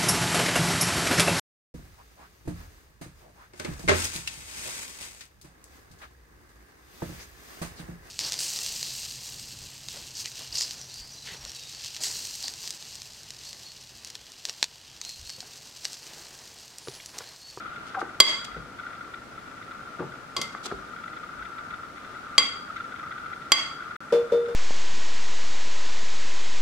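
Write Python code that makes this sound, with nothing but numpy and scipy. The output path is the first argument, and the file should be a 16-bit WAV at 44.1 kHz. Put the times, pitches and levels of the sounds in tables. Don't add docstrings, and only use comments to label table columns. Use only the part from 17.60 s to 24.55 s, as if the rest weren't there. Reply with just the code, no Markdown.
import sys
import numpy as np
from scipy import signal
from scipy.fft import rfft, irfft, next_fast_len
from scipy.io import wavfile
from scipy.ndimage import uniform_filter1d, minimum_filter1d

SR = 44100
rng = np.random.default_rng(int(sys.argv[2]) if len(sys.argv) > 2 else 0)


def output_pcm(signal):
    pcm = np.clip(np.atleast_2d(signal).T, -1, 1) * 32767
    wavfile.write(sys.argv[1], SR, np.round(pcm).astype(np.int16))


N = 306486
TIME = np.arange(N) / SR

# (time [s], strength [dB], contact cut-off [Hz], ring [dB], crack t60 [s],
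# pan left [dB], mode favoured by the strike point [Hz], its boost [dB])
CLINKS = [(0.602, -2.5, 13200, 5, 0.069, -1.5, 3300, 1), (0.6068, -0.5, 10950, -10.5, 0.037, 3, 3270, 3),
          (2.7652, -19.5, 6900, -0.5, 0.16, 2, 1120, 8.5), (2.815, -18.5, 12100, -8, 0.11, 0.5, 2070, 12),
          (4.78, -5, 7030, 1.5, 0.081, 1, 4380, 8), (5.9196, -1, 6460, -0.5, 0.054, 0, 6030, 3.5)]
# (frequency [Hz], level [dB], t60 [s])
BOWL_MODES = [(1112, -13, 0.06), (2063, -12, 0.06), (2160, -8.5, 0.024), (3268, -2.5, 0.04),
              (3347, -10, 0.12), (4684, -3.5, 0.064), (4774, -7, 0.14), (6300, -15.5, .085),
              (7420, -37.5, 0.031), (7430, -13, 0.051), (7790, -18, 0.079), (9300, -32.5, .05),
              (10450, -57, 0.03986), (13800, -43, .05)]
# (frequency [Hz], gain [dB])
CRACK_COLOUR = [(90, -31), (170, -18), (450, 3.5), (750, 0.5), (1200, -5), (2500, -3), (4200, 6),
                (5800, 2.5), (7800, 0.5), (10000, -6.5), (13000, -12), (15500, -17)]
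# (time [s], length [s], relative level [dB])
STROKES = [(0.0, 0.42, -50), (1.15, 0.26, -56.5), (1.98, 0.61, -57), (3.145, 1.1, -57.5), (4.38, 0.65, -53),
           (5.07, 1.1, -54), (6.2, 0.15, -52.5)]
# (frequency [Hz], gain [dB])
CRUMB_COLOUR = [(100, -24.5), (800, 0), (2000, 7), (3600, 7), (6500, -9), (9000, -17.5), (15000, -32.5)]
# (time [s], length [s], level [dB])
SCRAPES = [(0.26, 0.047, -53.5), (0.388, 0.035, -48), (0.841, 0.017, -38.5), (2.92, 0.019, -52),
           (3.028, 0.043, -40.5), (3.052, 0.021, -37), (5.158, 0.02, -60)]
# (frequency [Hz], gain [dB])
SCRAPE_COLOUR = [(100, -11), (1000, -5.5), (3600, 9.5), (6500, 5.5), (9000, -0.5), (15000, -21)]

# (time [s], length [s], level [dB], tilt [dB/octave])
BUMPS = [(0.343, 0.023, -44, 12), (0.4139, 0.0066, -29.5, 5.5), (0.96, 0.014, -45, -10),
         (2.39, 0.047, -33, -5), (2.768, 0.037, -41, -6), (2.948, 0.0055, -43, 12),
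         (3.049, 0.026, -39.5, 1), (3.112, 0.01, -29, 0.5)]
# (frequency [Hz], width [Hz], level [dB], linger [s])
COUNTER_RESONANCES = [(135, 110, -17.5, 0.08), (350, 300, -1.5, 0.018), (750, 540, -3.5, 0.003),
                      (1286, 440, -2.5, 0.001)]
# (time [s], length [s], level [dB])
SLIDES = [(0.874, 0.25, -50.5), (3.124, 0.085, -48), (3.729, 0.19, -53)]
# (time [s], length [s], level [dB], start pitch [Hz], end pitch [Hz])
SQUEAKS = [(0.365, 0.03, -28, 808, 738), (0.381, 0.027, -36, 1219, 1246)]

# (time [s], level [dB], free ring [s], ring gain at rest [dB], scuff [dB], favoured mode [Hz])
KNOCKS = [(6.5224, -15, .095, -29, -15.5, 3450), (6.7192, -16, .085, 1.5, -22, 3640),
          (6.882, -30.5, .1, -3, -14.5, 3580)]
# (frequency [Hz], level [dB], t60 [s])
PAN_MODES = [(184, -23, 0.2), (239.6, -23, 0.25), (342.6, -18.5, 0.47), (408, -13, 0.24),
             (472.4, 1.5, 0.35), (554, -4, 0.12), (603, -13.5, 0.29), (948, -22.5, 0.21),
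             (3500, -34.5, 0.55), (3585, -37.5, 0.44)]
# (frequency [Hz], gain [dB])
SCUFF_COLOUR = [(100, -26), (400, -10), (600, 6.5), (800, 0), (2000, -7.5), (5000, -12), (15000, -33.5)]

# (time [s], relative level [dB])
FLAME_SWINGS = [(0, -36.5), (.6, -44.5), (.95, -40), (1.11, -45), (1.25, -39), (1.7, -46), (2.25, -39.5),
                (2.6, -43.5), (3.1, -40.5), (4.15, -37.5), (4.33, -43.5), (4.73, -37), (5.2, -38.5),
                (5.7, -36), (5.8, -40.5), (6.3, -36.5), (6.45, -40.5), (6.95, -40.5)]
# (frequency [Hz], width [Hz], level [dB])
WHIR_RESONANCES = [(1231, 58, -2), (1364, 171, 0), (1458, 59, -19.5)]
# (frequency [Hz], width [Hz], level [dB])
FLUTTER_RESONANCES = [(1990, 230, 1), (2155, 520, -4), (3440, 590, -7.5)]
# (time [s], relative flare level [dB], relative sputter level [dB])
LOUD_PUFFS = [(1.201, -29, -49), (1.238, -33, -48), (1.27, -30, -63), (1.413, -30, -52),
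              (1.543, -30.5, -40.5), (1.782, -32, -54), (2.026, -41, -46), (3.441, -30, -44.5),
              (3.573, -31, -43), (3.828, -30, -44), (3.856, -39, -45), (3.986, -30, -48),
              (4.141, -29.5, -46), (4.237, -30, -56), (5.105, -25.5, -56), (5.167, -27.5, -39.5),
              (5.207, -25, -52), (5.362, -42, -45), (5.521, -31, -44)]

# (frequency [Hz], t60 [s])
ROOM_T60 = [(150, .4), (1000, .48), (4500, .48), (8000, .45), (14000, .32)]
# (frequency [Hz], gain [dB])
ROOM_COLOUR = [(80, -7.5), (200, 6.5), (500, 3), (1100, 5), (2200, 5.5), (4700, -2.5), (8000, -3.5),
               (14000, -3.5)]
# (frequency [Hz], gain [dB])
AIR_COLOUR = [(25, -11), (50, -1.5), (80, 0), (120, 1.5), (270, 3.5), (380, -0.5), (650, -1.5),
              (1000, -5.5), (2000, -6.5), (3000, -13), (5000, -16.5), (8000, -22.5), (12000, -30.5),
              (15500, -36)]
# (frequency [Hz], left-right likeness [0 wide to 1 mono])
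LIKENESS = [(60, 0.61), (290, 0.83), (640, 0.37), (1400, 0.97), (3000, 0), (15000, 0.16)]


def clinks(snap_db=-5, snap_t60=0.017, crack_db=-15.0, chatter_db=4.5, left_lag_s=4.5e-5):
    out, t = np.zeros((2, N)), TIME[:SR // 2]
    for s, db, contact_hz, ring_db, crack_t60, pan_db, favoured_hz, boost_db in CLINKS:
        modes = favour(BOWL_MODES, favoured_hz, boost_db, octaves=0.1)
        ring = np.array([struck(modes, np.maximum(t - left_lag_s, 0)), struck(modes, t)])
        snap = from_db(snap_db - 60 * t / snap_t60)
        skid = from_db(crack_db - 60 * t / crack_t60)
        chatter = pair(*grains(20000, chatter_db, len(t)), alike=0.73)
        crack = coloured(chatter, CRACK_COLOUR) * (snap + skid)
        lowpass = signal.butter(1, contact_hz, fs=SR, output="sos")
        clink = signal.sosfilt(lowpass, from_db(ring_db) * ring + crack)
        add(out, s, panned(from_db(db) * clink, pan_db))
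    return out


def crumbs(rustle_trim_db=-6):
    rustle = from_db(rustle_trim_db) * stirring()
    drag = sum(from_db(db) * swell(TIME - s, length) for s, length, db in SCRAPES)
    crunch = grains(per_s=9000, spread_db=6.0, size=next_fast_len(N))
    return rustle * coloured(crunch, CRUMB_COLOUR)[:, :N] + drag * coloured(crunch, SCRAPE_COLOUR)[:, :N]


def stirring(attack_s=0.022, release_s=0.067, sag_db_per_s=2):
    gain = np.zeros(N)
    for s, length, db in STROKES:
        t = TIME - s
        contact = np.clip(np.minimum(t / attack_s, (length - t) / release_s), 0, 1)
        gain += contact * from_db(db - sag_db_per_s * np.clip(t, 0, length))
    return gain


def bowl_on_counter(tilt_pivot_hz=500, squeak_rough=0.25, squeak_drift=0.013):
    out, t = np.zeros((2, N)), TIME[:SR // 2]
    for s, length, db, tilt in BUMPS:
        for hz, width_hz, part_db, linger_s in COUNTER_RESONANCES:
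            tilt_db = tilt * np.log2(hz / tilt_pivot_hz)
            add(out, s, from_db(db + part_db + tilt_db) * judder(length + linger_s, hz, width_hz))
    for s, length, db in SLIDES:
        add(out, s, from_db(db) * judder(length, hz=53.4, width_hz=19))
    for s, length, db, start_hz, end_hz in SQUEAKS:
        waver = rms_one(resonate(rng.standard_normal(len(t)), hz=150, width_hz=270))
        pitch_hz = np.interp(t, [0, length], [start_hz, end_hz]) * (1 + squeak_drift * waver)
        tone = np.sqrt(2) * np.sin(2 * np.pi * np.cumsum(pitch_hz) / SR)
        add(out, s, from_db(db) * swell(t, length) * (1 + squeak_rough * waver) * tone)
    return panned(out, pan_db=2.5)


def judder(length, hz, width_hz):
    t = TIME[:SR // 2]
    push = swell(np.sqrt(t / length), 0.96)
    slips = pair(*grains(per_s=6000, spread_db=7.6, size=len(t)), alike=0.97)
    return rms_one(resonate(slips * push, hz, width_hz)) * np.sqrt(np.mean(push ** 2))


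def pan_knocks(scuff_t60=0.29, rise_s=0.0011, settle_s=0.031, rattle=0.16):
    out, t = np.zeros((2, N)), TIME[:SR // 2]
    for s, db, free_s, rest_db, scuff_db, favoured_hz in KNOCKS:
        wobble = 1 + rattle * rms_one(resonate(rng.standard_normal(len(t)), hz=67, width_hz=98))
        ring = struck(favour(PAN_MODES, favoured_hz, boost_db=12, octaves=.04), t) * wobble
        settling = from_db(rest_db * np.clip((t - free_s) / settle_s, 0, 1))
        scuff = stereo_noise(SCUFF_COLOUR, len(t)) * from_db(scuff_db - 60 * t / scuff_t60)
        attack = 1 - np.exp(-t / rise_s)
        add(out, s, from_db(db) * (ring * settling + scuff) * attack)
    return out


def flame(whir_trim_db=-2.5, flutter_trim_db=-22, flare_trim_db=-0.5, sputter_trim_db=-1.0,
          flare_hz=1375, flare_s=.011, sputter_s=0.018):
    swing_db = np.interp(TIME, *np.transpose(FLAME_SWINGS))
    whir = from_db(swing_db + whir_trim_db) * burn(WHIR_RESONANCES, alike=0.42, per_s=550, spread_db=2.5)
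    flutter_gain = from_db(swing_db + flutter_trim_db)
    t = TIME[:SR // 12]
    for s, flare_db, sputter_db in list(LOUD_PUFFS) + lesser_puffs(swing_db):
        phase = 2 * np.pi * (flare_hz + rng.normal(0, 50)) * t + rng.normal(0, 0.56, (2, 1))
        add(whir, s - flare_s / 2, from_db(flare_db + flare_trim_db) * swell(t, flare_s) * np.sin(phase))
        add(flutter_gain, s - sputter_s / 2, from_db(sputter_db + sputter_trim_db) * swell(t, sputter_s))
    flutter = flutter_gain * burn(FLUTTER_RESONANCES, alike=0.083, per_s=1600, spread_db=4.0)
    return panned(whir + flutter, pan_db=3.0)


def burn(resonances, alike, per_s, spread_db):
    puffs = pair(*grains(per_s, spread_db, N), alike)
    ringing = sum(from_db(db) * resonate(puffs, hz, width) for hz, width, db in resonances)
    power = uniform_filter1d(np.mean(ringing ** 2, axis=0), size=3000)
    return ringing / np.sqrt(np.abs(power) + 1e-12)


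def lesser_puffs(swing_db, per_s=13, lift_db=5.5, spread_db=1.5, bright_db=-15.5, bright_spread_db=4):
    rows = []
    for when, size, brightness in rng.random((int(per_s * N / SR), 3)):
        flare_db = swing_db[int(when * N)] + lift_db + spread_db * (2 * size - 1)
        sputter_db = flare_db + bright_db + bright_spread_db * (2 * brightness - 1)
        rows.append((when * N / SR, flare_db, sputter_db))
    return rows


def kitchen_reverb(x, build_s=0.0027):
    t = TIME[:SR]
    bins, hz = rfft(stereo_noise(ROOM_COLOUR, SR)), np.fft.rfftfreq(SR, 1 / SR)
    centres, t60s = np.transpose(ROOM_T60)
    tail = 0
    for share, t60 in zip(np.eye(len(centres)), t60s):
        band = irfft(bins * at_hz(list(zip(centres, share)), hz), SR)
        tail = tail + band * from_db(-60 * t / t60)
    tail = rms_one(tail * (1 - np.exp(-t / build_s))) / np.sqrt(SR)
    return signal.fftconvolve(x, tail, axes=1)[:, :N]


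def kitchen_air(level_db=-47.0):
    return panned(from_db(level_db) * stereo_noise(AIR_COLOUR, N), pan_db=1.0)


def struck(modes, t):
    return sum((-1) ** k * from_db(db - 60 * t / t60) * np.sin(2 * np.pi * hz * t)
               for k, (hz, db, t60) in enumerate(modes))


def favour(modes, favoured_hz, boost_db, octaves):
    return [(hz, db + boost_db * np.exp(-(np.log2(hz / favoured_hz) / octaves) ** 2), t60)
            for hz, db, t60 in modes]


def grains(per_s, spread_db, size):
    born = rng.random((2, size)) < per_s / SR
    polarity = rng.choice([-1, 1], (2, size))
    return born * polarity * from_db(spread_db * np.minimum(rng.exponential(1, (2, size)), 4))


def resonate(x, hz, width_hz):
    r = np.exp(-np.pi * width_hz / SR)
    g = (1 - r * r) / 2
    return signal.sosfilt([[g, 0, -g, 1, -2 * r * np.cos(2 * np.pi * hz / SR), r * r]] * 2, x + 1e-18)


def coloured(x, colour):
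    size = x.shape[-1]
    gain = from_db(at_hz(colour, np.fft.rfftfreq(size, 1 / SR)))
    return rms_one(irfft(rfft(x) * gain, size))


def stereo_noise(colour, size):
    padded = next_fast_len(size)
    hz = np.fft.rfftfreq(padded, 1 / SR)
    bins = pair(*rfft(rng.standard_normal((2, padded))), at_hz(LIKENESS, hz))
    return rms_one(irfft(bins * from_db(at_hz(colour, hz)), padded)[:, :size])


def swell(t, length):
    return np.sin(np.pi * np.clip(t / length, 0, 1))


def pair(mid, side, alike):
    return np.sqrt(1 + alike) * mid + np.sqrt(1 - alike) * side * np.array([[1], [-1]])


def panned(x, pan_db):
    return x * from_db([[pan_db / 2], [-pan_db / 2]])


def add(out, s, sound):
    start = max(round(s * SR), 0)
    out[..., start:start + sound.shape[-1]] += sound[..., :N - start]


def at_hz(points, hz):
    f, value = np.transpose(points)
    return np.interp(np.log(hz + 1), np.log(f), value)


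def from_db(db):
    return 10 ** (np.asarray(db) / 20)


def rms_one(x):
    return x / np.sqrt(np.mean(x ** 2) + 1e-20)


def limiter(x, threshold_db=0.2, attack_s=.004, hold_s=.035, release_db_per_s=170):
    over_db = np.maximum(20 * np.log10(np.abs(x).max(axis=0) + 1e-9) - threshold_db, 0)
    half = int(hold_s * SR / 2)
    held_db = -minimum_filter1d(-over_db, 2 * half + 1, origin=half)
    cut_db = np.maximum.accumulate(held_db + release_db_per_s * TIME) - release_db_per_s * TIME
    pole = np.exp(-1 / (attack_s * SR))
    return x * from_db(-signal.lfilter([1 - pole], [1, -pole], cut_db))


def scene(clink_send_db=-7.5, bowl_send_db=-11, pan_send_db=-10, crumb_send_db=-9):
    glass, bowl, pan, rustle = clinks(), bowl_on_counter(), pan_knocks(), crumbs()
    send = (from_db(clink_send_db) * glass + from_db(bowl_send_db) * bowl
            + from_db(pan_send_db) * pan + from_db(crumb_send_db) * rustle)
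    return glass + bowl + pan + rustle + kitchen_air() + kitchen_reverb(send) + flame()


def record(dry, break_start_s=6.365, break_end_s=6.405, top_cut_hz=15800):
    sounding = (TIME < break_start_s) | (TIME > break_end_s)
    clipped = np.clip(limiter(dry), -1, 1)
    top_cut = signal.ellip(10, .1, 80, top_cut_hz, fs=SR, output="sos")
    return signal.sosfilt(top_cut, clipped * sounding)


dry = scene()
out = record(dry)
output_pcm(out)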